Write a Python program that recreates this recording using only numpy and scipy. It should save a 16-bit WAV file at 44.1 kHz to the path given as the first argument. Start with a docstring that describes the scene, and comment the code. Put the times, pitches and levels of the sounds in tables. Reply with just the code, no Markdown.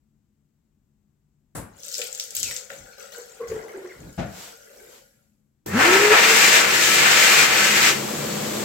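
"""A hand dryer roars in a small tiled washroom: its turbulent jet grows as the motor spins up, and is much
louder while it strikes the hands. Before that, a push tap is knocked on. Water splashes over a hand,
runs into the basin and gurgles in the drain, where pockets of air resonate. The listener turns away,
something thuds, a sleeve swishes and the tap shuts off with a soft hiss; then the dryer clicks on.
The tiles reverberate, and a faint far fan excites the room's standing waves."""
import sys
import numpy as np
from scipy import signal
from scipy.fft import rfft, irfft, next_fast_len
from scipy.io import wavfile

SR = 44100
rng = np.random.default_rng(int(sys.argv[2]) if len(sys.argv) > 2 else 0)


def persist_wave(psi):
    """Save psi, clipped to +-1, as 16-bit WAV."""
    counts = np.round(np.clip(psi, -1, 1) * 32767).astype(np.int16)
    wavfile.write(sys.argv[1], SR, np.atleast_2d(counts).T)


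N = 381024
T = np.arange(N) / SR

# jet striking the turning hands: time_s, rush_db, hiss_re_rush_db
JET_ON_HANDS = [(5.82, -17.3, -10), (5.95, -18, -7), (6.095, -21, -6.5), (6.14, -15, -10.5),
                (6.22, -18.3, -5.5), (6.36, -17.3, -2.5), (6.57, -16.5, -3), (6.66, -22.5, -6.5),
                (6.86, -21, 1), (6.99, -21, -2), (7.06, -15.3, -5), (7.22, -16.7, -2), (7.43, -16.4, -3),
                (7.48, -20.5, -5), (7.66, -21, -2), (7.81, -21, -3), (7.87, -18, -2)]
# spectra of the jet, blowing freely and striking the hands: frequency_hz, density_db
FREE_JET_SPECTRUM = [(140, -7), (230, -6.5), (350, 0.5), (520, -2), (800, -8.5), (2200, -11), (5000, -15),
                     (16000, -13.5)]
RUSH_SPECTRUM = [(500, -7), (1050, -8), (1500, 0.5), (2400, 0.5), (3400, -8.5), (6000, -7.5), (16000, -11)]
# steady ringing peaks in the dryer's rush: frequency_hz, boost_db
JET_PEAKS = [(472, 5.5), (803, 7), (945, 7), (1134, 8), (1306, 4), (1752, 4.5), (1953, 3.5), (2384, 4)]
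# casing resonances that the rotor's hum sweeps through: frequency_hz, width_hz, hum_db
CASING_MODES = [(228, 50, -20.5), (374, 44, -20), (414, 8, -24), (427.5, 3.2, -17.5), (447, 4, -29)]
# glide of the motor's squeal: time_s, pitch_hz
SQUEAL_GLIDE = [(5.682, 1780), (5.726, 1880)]
# spray off the hand while it is in the stream: time_s, level_db
HAND_SPRAY = [(1.80, -50), (1.85, -38), (2.045, -32), (2.115, -48), (2.205, -32.5), (2.285, -47.5),
              (2.346, -44), (2.354, -28), (2.56, -37), (2.66, -64)]
# spectrum of the spray: frequency_hz, density_db
SPRAY_SPECTRUM = [(1800, -22.5), (3000, -7), (6000, -0.5), (10000, -1), (16000, 6.5)]
# water slopping into the basin: start_s, spray_db, bubbling_db
SLOSHES = [(1.985, -43, -47.5), (2.469, -40, -50), (2.694, -45.5, -49), (2.979, -45.5, -49),
           (3.118, -42.5, -48.5), (3.47, -45.5, -49)]
# cavity resonances of basin and waste pipe: frequency_hz, width_hz, gain_db
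BASIN_MODES = [(205, 130, 1), (477, 127, 8), (1430, 240, 2.5), (2000, 500, -12)]
# single drops slapping down: start_s, level_db, pitch_hz
DROP_IMPACTS = [(1.834, -29, 5500), (1.9423, -15.5, 5230), (1.952, -23.5, 5300), (1.982, -18, 6660),
                (2.0167, -21, 2780), (2.128, -25, 7600), (2.1492, -20, 6650), (2.1984, -15.5, 5250),
                (2.239, -19.5, 11100), (2.3068, -21, 7300), (2.3511, -9, 12000), (2.367, -10, 7750),
                (2.4304, -5, 6600), (2.5106, -24, 1960), (2.5646, -14.5, 6800), (2.702, -28, 1650)]
# gulps of air in the drain: start_s, pitch_hz, level_db
DRAIN_GULPS = [(1.975, 477, -35.5), (2.697, 553, -42), (3.168, 480, -40), (3.394, 470, -28.5),
               (3.398, 1110, -44), (3.497, 444, -27), (3.545, 440, -30.5), (3.63, 445, -37.5),
               (3.737, 385, -34), (3.833, 365, -37.5), (3.882, 2040, -46.5)]
# spectra of the tap's push, the thud, the dryer's switch and the bumps: frequency_hz, density_db
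TAP_PUSH_SPECTRUM = [(60, 6), (200, 6), (350, -3.5), (1500, -9), (3200, -24), (6500, -22), (10000, -4.5),
                     (16000, -23)]
THUD_SPECTRUM = [(70, -6), (190, 1.5), (400, -15), (680, -6), (1000, -23), (1450, -16.5), (3000, -27),
                 (7000, -38)]
SWITCH_SPECTRUM = [(140, -12), (240, -3), (380, 6.5), (600, -9), (2200, -21), (3800, -22), (16000, -11)]
BUMP_SPECTRUM = [(45, -7.5), (130, -6), (260, -10.5), (700, -25)]
# soft bumps of handling: centre_s, level_db
HANDLING_BUMPS = [(2.46, -48.5), (2.81, -54), (3.54, -44.5), (4.06, -42.5)]
# soft swishes, a sleeve rustling and then the tap's valve hissing shut: centre_s, level_db, half_width_s
SOFT_SWISHES = [(4.425, -40.5, .1), (4.955, -52, .06)]
# spectrum of the swishes: frequency_hz, density_db
SWISH_SPECTRUM = [(300, 0.5), (16000, -4)]
# spectrum of the far fan: frequency_hz, density_db
VENT_SPECTRUM = [(45, -1.5), (90, -6.5), (300, -13), (520, -28), (2000, -36.5), (4500, -41.5),
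                 (16000, -33.5)]
# standing waves of the room: frequency_hz, boost_db
ROOM_MODES = [(145, 13.5), (210, 16)]
# stereo width of the diffuse field: frequency_hz, side_re_mid_db
STEREO_WIDTH = [(50, -9.5), (150, -15.5), (470, -0.5), (1900, -3.5), (5000, 0)]
# responses of the two microphones: frequency_hz, gain_db
LEFT_RESPONSE = [(10, 0.5), (6000, -0.06), (7650, 4.5), (8200, 0.5), (9800, -16), (13000, -6.5),
                 (16000, -10.5)]
RIGHT_RESPONSE = [(10, -1), (4500, -0.2), (6900, -2), (8200, -7.5), (9400, -7), (12800, -3), (16000, -9)]

DRYER_ON_S, FULL_SPEED_HZ, SPIN_UP_S, CREEP_S, CREEP_SHARE = 5.655, 489.4, .14, 0.99, .152
HANDS_IN_S, HANDS_OUT_S, ENTER_DB_PER_S, LEAVE_DB_PER_S = 5.81, 7.89, 199, 197
HUM_DB = -46.5  # away from the casing's resonances
TAP_OPEN_S, TAP_SHUT_S, FLOW_RISE_S, FLOW_FALL_DB_PER_S = 1.65, 4.93, 0.24, 66
STREAM_DB, BUBBLING_DB, VALVE_HISS_DB = -55.5, -59, -56
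VALVE_GROWTH_DB_PER_S = 8.5  # the valve hisses more as it narrows
ROOM_T60_S, CUTOFF_HZ = 0.34, 16000


def air_jet():
    """Turbulence radiates broadband noise, rising with motor speed; hands in the jet add much more."""
    speed = motor_speed()
    free = rms_one(colour(washroom(diffuse(), wet_db=-5.0), FREE_JET_SPECTRUM))
    free *= from_db(-28.5) * speed ** 1.3
    # low eddies stir the room's standing waves, more so once the jet blows freely
    eddies = rms_one(boost(resonate(diffuse(), 178, 120), ROOM_MODES, width_hz=8.9))
    eddies *= from_db(np.interp(T, [7.4, 8.1], [-40.5, -33]))
    return (pan(free + hands_in_jet(speed), left_db=2.0) + pan(eddies, left_db=-0.8)) * dryer_on()


def hands_in_jet(speed):
    """Obstacles in a flow shed eddies: broad ones rush off the palms, fine ones hiss off the fingers."""
    rush_db, hiss_db = in_time(JET_ON_HANDS)
    stream = boost(colour(washroom(diffuse(), wet_db=-3), RUSH_SPECTRUM), JET_PEAKS, width_hz=19)
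    rush = rms_one(signal.sosfilt(butterworth(4, 3400, "low"), stream))
    hiss = rms_one(high_pass(stream, hz=3400)) * from_db(hiss_db + 1.5)
    # the less the jet hisses on the fingers, the more it roars in the palms
    roar = colour(rush, [(520, 0), (1000, 0)]) * (from_db(-.8 * (hiss_db + 3.8)) - 1)
    # the rush brightens as the motor gains speed
    edge = signal.sosfiltfilt(butterworth(2, 2450, "high"), rush) * ((speed / .93) ** 2 - 1)
    away_db = ENTER_DB_PER_S * np.maximum(HANDS_IN_S - T, 0)
    away_db += LEAVE_DB_PER_S * np.maximum(T - HANDS_OUT_S, 0)
    flutter_db = 0.83 * drift(rate_hz=14.0)
    return from_db(rush_db - 0.69 - away_db + flutter_db) * (rush + roar + edge + hiss)


def motor():
    """Forced vibration: the rotor hums at its rotation rate, louder as it crosses casing resonances."""
    speed = motor_speed()
    rotor_hz = FULL_SPEED_HZ * speed
    phase = 2 * np.pi * np.cumsum(rotor_hz * (1 + 0.00194 * drift(rate_hz=22.7))) / SR
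    resonant_gain = sum(from_db(db) * np.exp(-np.minimum(((rotor_hz - hz) / width_hz) ** 2, 20))
                        for hz, width_hz, db in CASING_MODES)
    hum_gain = (from_db(HUM_DB) * speed + resonant_gain) * from_db(2.0 * drift(rate_hz=56))
    labouring = (1 - speed) * np.sin(2 * phase) / 2  # an octave above, while the rotor is still slow
    hum = hum_gain * (np.sin(phase + 0.36 * drift(rate_hz=77)) + labouring)
    whine = from_db(-44) * swell(8.32, half_width_s=0.11) * np.sin(9 * phase)  # nine blades, briefly
    casing_ring = rms_one(resonate(rng.standard_normal(N), 1650, 70))
    casing_ring *= from_db(-34) * swell(5.76, half_width_s=0.025)  # as the motor takes hold
    # the starting current buzzes at twice the mains frequency
    inrush = from_db(-37) * swell(5.77, half_width_s=0.11) * np.sin(2 * np.pi * 100 * T)
    running = np.sqrt(2) * dryer_on() * (hum + whine + casing_ring + inrush)
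    return washroom(pan(running, left_db=1.5), wet_db=-10)


def motor_speed():
    """The share of full speed approaches 1 exponentially: a quick run-up plus a slow creep."""
    age = np.maximum(T - DRYER_ON_S, 0)
    return 1 - (1 - CREEP_SHARE) * np.exp(-age / SPIN_UP_S) - CREEP_SHARE * np.exp(-age / CREEP_S)


def dryer_on():
    """A short ramp from 0 to 1 as the dryer is switched on."""
    return np.clip((T - DRYER_ON_S) / 0.016, 0, 1)


def squeal():
    """A chirp, a tone of rising frequency, sounds as the motor breaks loose."""
    tone = np.sin(2 * np.pi * np.cumsum(in_time(SQUEAL_GLIDE)[0]) / SR)
    return washroom(from_db(-38.5) * during(SQUEAL_GLIDE, fade_s=.008) * tone, wet_db=-10)


def running_water():
    """Impact and bubble resonance: spray crackles, small bubbles ping, larger ones ring the basin."""
    flow = np.clip((T - TAP_OPEN_S) / FLOW_RISE_S, 0, 1)
    flow *= from_db(-FLOW_FALL_DB_PER_S * np.maximum(T - TAP_SHUT_S, 0))
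    unsteady_flow = flow * from_db(1.1 * drift(rate_hz=9))
    spray_gain, bubble_gain = from_db(STREAM_DB) * unsteady_flow, from_db(BUBBLING_DB) * unsteady_flow
    for start_s, spray_db, bubbling_db in SLOSHES:  # incoherent sources add in power
        slosh = burst(start_s, rise_s=0.0036, hold_s=0.029, t60_s=0.6)
        spray_gain = np.hypot(spray_gain, from_db(spray_db) * slosh)
        bubble_gain = np.hypot(bubble_gain, from_db(bubbling_db) * slosh)
    crackle = grains(per_s=1100, low_hz=2020, high_hz=15700, cycles=20, spread_db=4.0)
    pings = grains(per_s=1200, low_hz=2396, high_hz=11930, cycles=99, spread_db=4.0, pitches=32)
    hand_spray = rms_one(high_pass(colour(crackle + .5 * pings + diffuse() / 4, SPRAY_SPECTRUM), hz=1400))
    hand_spray *= from_db(in_time(HAND_SPRAY)[0] - 1.5) * during(HAND_SPRAY, fade_s=0.049)
    stream = spray_gain * rms_one(colour(pings + .8 * diffuse(), SPRAY_SPECTRUM))
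    valve_gain = from_db(VALVE_HISS_DB + VALVE_GROWTH_DB_PER_S * (T - TAP_SHUT_S)) * flow
    valve = valve_gain * rms_one(resonate(diffuse(), 11500, 3000))
    bubbles = grains(per_s=700, low_hz=417.3, high_hz=3233, cycles=47, spread_db=3.0, pitches=32)
    bubbles += .5 * diffuse()
    basin = sum(from_db(db) * resonate(bubbles, hz, width_hz) for hz, width_hz, db in BASIN_MODES)
    basin = bubble_gain * rms_one(washroom(basin, wet_db=-2.5))  # deep in the bowl, so more reflected
    left_db = 4.1 * np.interp(T, [2.7, 4.2], [1, .4])  # the basin is on the left until the listener turns
    water = (hand_spray + stream + valve + basin) * from_db([left_db / 2, -left_db / 2])
    return washroom(water, wet_db=-1.0)


def drops():
    """Impact excites a damped ring: each large drop slaps, then its fragments patter on briefly."""
    impacts, age = np.zeros((2, N)), T[:SR // 20]
    for start_s, db, hz in DROP_IMPACTS:
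        at = round(start_s * SR)
        slap = resonate(rng.standard_normal((2, len(age))) * np.exp(-age * hz / 5), hz, hz * 0.21)
        slap /= np.abs(slap.mean(axis=0)).max()
        fragments = resonate(rng.standard_normal((2, len(age))), hz, hz) * np.exp(-age / 0.024)
        impacts[:, at:at + len(age)] += from_db(db) * (slap + from_db(-13.5) * fragments)
    return washroom(pan(high_pass(impacts + 1e-18, hz=1476), left_db=2.5), wet_db=-3.0)


def gurgle():
    """Water spilling off the hand makes narrow-band noise whose centre frequency falls."""
    hz = np.interp(T, [2.39, 2.53], [3400, 1900])
    churn = (drift(rate_hz=150) + 1j * drift(rate_hz=140)) * np.exp(2j * np.pi * np.cumsum(hz) / SR)
    spill = from_db(-42.5) * swell(2.47, half_width_s=0.06) * churn.real
    return washroom(pan(spill, left_db=1.5), wet_db=-2)


def drain():
    """Trapped air resonates: each gulp rings a wobbling pocket and bursts small bubbles above it."""
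    gulps, gulping = np.zeros(N), np.zeros(N)
    churn = rms_one(np.abs(1 + 0.32 * drift(rate_hz=56)))
    wobble_s = .00019 * drift(rate_hz=50)
    for start_s, hz, db in DRAIN_GULPS:
        envelope = from_db(db) * burst(start_s, rise_s=.02, hold_s=.028, t60_s=.24)
        gulps += np.sqrt(2) * envelope * churn * np.cos(2 * np.pi * hz * (T + wobble_s))
        gulping += envelope
    # the pipe washes hollowly, and once more as the flow ends
    washing = swell(3.7, half_width_s=0.25)
    wash = rms_one(resonate(resonate(diffuse(), 428, 180), 400, 300))
    wash *= from_db(-46) * washing + from_db(-54) * swell(4.82, half_width_s=.13)
    froth = grains(per_s=600, low_hz=720, high_hz=2150, cycles=60, spread_db=2.0)
    froth *= gulping * from_db(-23.5) + from_db(-52) * washing
    return pan(washroom(gulps + wash + froth, wet_db=-8), left_db=1.0)


def knock(start_s, spectrum, level_db, rise_s, hold_s, t60_s):
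    """Structure-borne sound: a blow on a fitting booms through the wall and decays, the treble first."""
    boom = rms_one(colour(diffuse(), spectrum))
    treble = signal.sosfiltfilt(butterworth(2, 3000, "high"), boom)
    slow_decay = burst(start_s, rise_s, hold_s, t60_s)
    fast_decay = burst(start_s, rise_s, hold_s, 0.57 * t60_s)
    return from_db(level_db) * ((boom - treble) * slow_decay + treble * fast_decay)


def knocks():
    """Impact transients: the tap's push, a thud and the dryer's switch, with handling bumps between."""
    tap = knock(1.549, TAP_PUSH_SPECTRUM, level_db=-31.5, rise_s=0.0042, hold_s=0.03, t60_s=0.48)
    thud = knock(4.175, THUD_SPECTRUM, level_db=-27.0, rise_s=0.016, hold_s=0.026, t60_s=0.48)
    switch = knock(5.660, SWITCH_SPECTRUM, level_db=-31.5, rise_s=0.001, hold_s=0.029, t60_s=0.36)
    handling = sum(from_db(db) * swell(centre_s, half_width_s=0.077) for centre_s, db in HANDLING_BUMPS)
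    return pan(tap + thud, left_db=3.0) + switch + handling * rms_one(colour(diffuse(), BUMP_SPECTRUM))


def swishes():
    """Swells of broadband noise: a sleeve rustles, then the tap's valve hisses shut."""
    envelope = sum(from_db(db) * swell(centre_s, half_s) for centre_s, db, half_s in SOFT_SWISHES)
    return envelope * rms_one(colour(diffuse(), SWISH_SPECTRUM))


def ventilation():
    """Noise from a faint far fan excites the room's standing waves."""
    hum = rms_one(boost(colour(diffuse(), VENT_SPECTRUM), ROOM_MODES, width_hz=7.6))
    return pan(from_db(-68) * hum, left_db=5.0)


def washroom(x, wet_db):
    """Reverberation: direct sound plus the tiles' dense, duller reflections, decaying exponentially."""
    tail = (diffuse() * from_db(-60 * T / ROOM_T60_S) * (T > .003))[:, :SR // 2]
    tail = signal.lfilter(*signal.butter(1, 7000, fs=SR), tail / np.sqrt(np.sum(tail ** 2) / 2))
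    return x + from_db(wet_db) * signal.fftconvolve(np.atleast_2d(x), tail, axes=1)[:, :N]


def diffuse():
    """A diffuse field: broadband stereo noise, coherent in the bass and incoherent in the treble."""
    hz, db = np.transpose(STEREO_WIDTH)
    mid, side = rng.standard_normal((2, N))
    side = irfft(rfft(side) * from_db(np.interp(np.arange(N // 2 + 1) * SR / N, hz, db)), N)
    return np.array([mid + side, mid - side])


def grains(per_s, low_hz, high_hz, cycles, spread_db, pitches=20):
    """A Poisson stream of droplets or bubbles of uneven size, each a damped resonator; rms 1."""
    ringing = np.zeros((2, N))
    for hz in np.geomspace(low_hz, high_hz, pitches):
        wait, size, left, right = rng.random((4000, 4)).T
        at = np.cumsum(-np.log(1 - wait) * SR * pitches / per_s).astype(int)
        size_db = spread_db * np.minimum(-np.log(1 - size), 3)
        strength = from_db(size_db) * np.sin(2 * np.pi * np.array([left, right]))
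        clicks = np.zeros((2, N))
        clicks[:, at[at < N]] = strength[:, at < N]
        ringing += resonate(clicks, hz, 2 * hz / cycles)
    return rms_one(ringing)


def resonate(x, hz, width_hz):
    """A damped resonator with unit gain at its peak."""
    radius = np.exp(-np.pi * width_hz / SR)
    feedback = [1, -2 * radius * np.cos(2 * np.pi * hz / SR), radius ** 2]
    return signal.lfilter(np.array([1, 0, -1]) * (1 - radius ** 2) / 2, feedback, x + 1e-18)


def boost(x, modes, width_hz):
    """Resonance lifts a sound at the frequency of each mode."""
    return x + sum((from_db(db) - 1) * resonate(x, hz, width_hz) for hz, db in modes)


def colour(x, spectrum):
    """Filter by a spectrum that falls 12 dB per octave beyond its ends."""
    hz, db = np.transpose(spectrum)
    size = next_fast_len(N + SR // 10, real=True)
    bin_hz = np.maximum(np.arange(size // 2 + 1) * SR / size, 1)
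    skirts = np.minimum(1, np.minimum(bin_hz / hz[0], hz[-1] / bin_hz)) ** 2
    gain = skirts * from_db(np.interp(np.log(bin_hz), np.log(hz), db))
    return irfft(rfft(x, size) * gain, size)[..., :N]


def butterworth(order, hz, kind):
    """Sections of a filter with a maximally flat passband."""
    return signal.butter(order, hz, kind, fs=SR, output="sos")


def high_pass(x, hz):
    """Attenuate by 24 dB per octave below a corner frequency."""
    return signal.sosfilt(butterworth(4, hz, "high"), x)


def drift(rate_hz):
    """Random fluctuation: low-passed noise of rms 1."""
    hz = np.arange(N // 2 + 1) * SR / N
    return rms_one(irfft(rfft(rng.standard_normal(N)) / (1 + (hz / rate_hz) ** 2), N))


def burst(start_s, rise_s, hold_s, t60_s):
    """A linear attack, with exponential decay from hold_s after the start."""
    decay = from_db(-60 * np.clip(T - start_s - hold_s, 0, 2) / t60_s)
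    return np.clip((T - start_s) / rise_s, 0, 1) * decay


def swell(centre_s, half_width_s):
    """A bell-shaped envelope around a moment."""
    return np.exp(-np.minimum(((T - centre_s) / half_width_s) ** 2, 50))


def in_time(rows):
    """Interpolate each column of a curve at every sample."""
    time_s, *columns = np.transpose(rows)
    return [np.interp(T, time_s, column) for column in columns]


def during(rows, fade_s):
    """1 while a curve lasts, fading to 0 outside it."""
    return np.clip(1 + np.minimum(T - rows[0][0], rows[-1][0] - T) / fade_s, 0, 1)


def pan(x, left_db):
    """A level difference between the channels leans a sound to the left."""
    return x * from_db([[left_db / 2], [-left_db / 2]])


def rms_one(x):
    """Scale so that the middle of the stereo image has rms 1."""
    return x / np.sqrt(np.mean(np.atleast_2d(x).mean(axis=0) ** 2) + 1e-20)


def from_db(db):
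    """Decibels to amplitude ratio."""
    return 10 ** (np.asarray(db) / 20)


def scene():
    """Superposition: the pressures of all sources in the washroom add."""
    background = ventilation() + knocks()
    washing = running_water() + drops() + gurgle() + drain() + swishes()
    dryer = squeal() + motor() + air_jet()
    return dryer + washing + background


def record(dry):
    """Frequency response: the left microphone peaks in the treble, the right sags; the top is cut."""
    heard = np.array([colour(dry[0], LEFT_RESPONSE), colour(dry[1], RIGHT_RESPONSE)])
    return signal.sosfilt(signal.ellip(12, .1, 80, CUTOFF_HZ, fs=SR, output="sos"), heard)


dry = scene()
out = record(dry)
persist_wave(out)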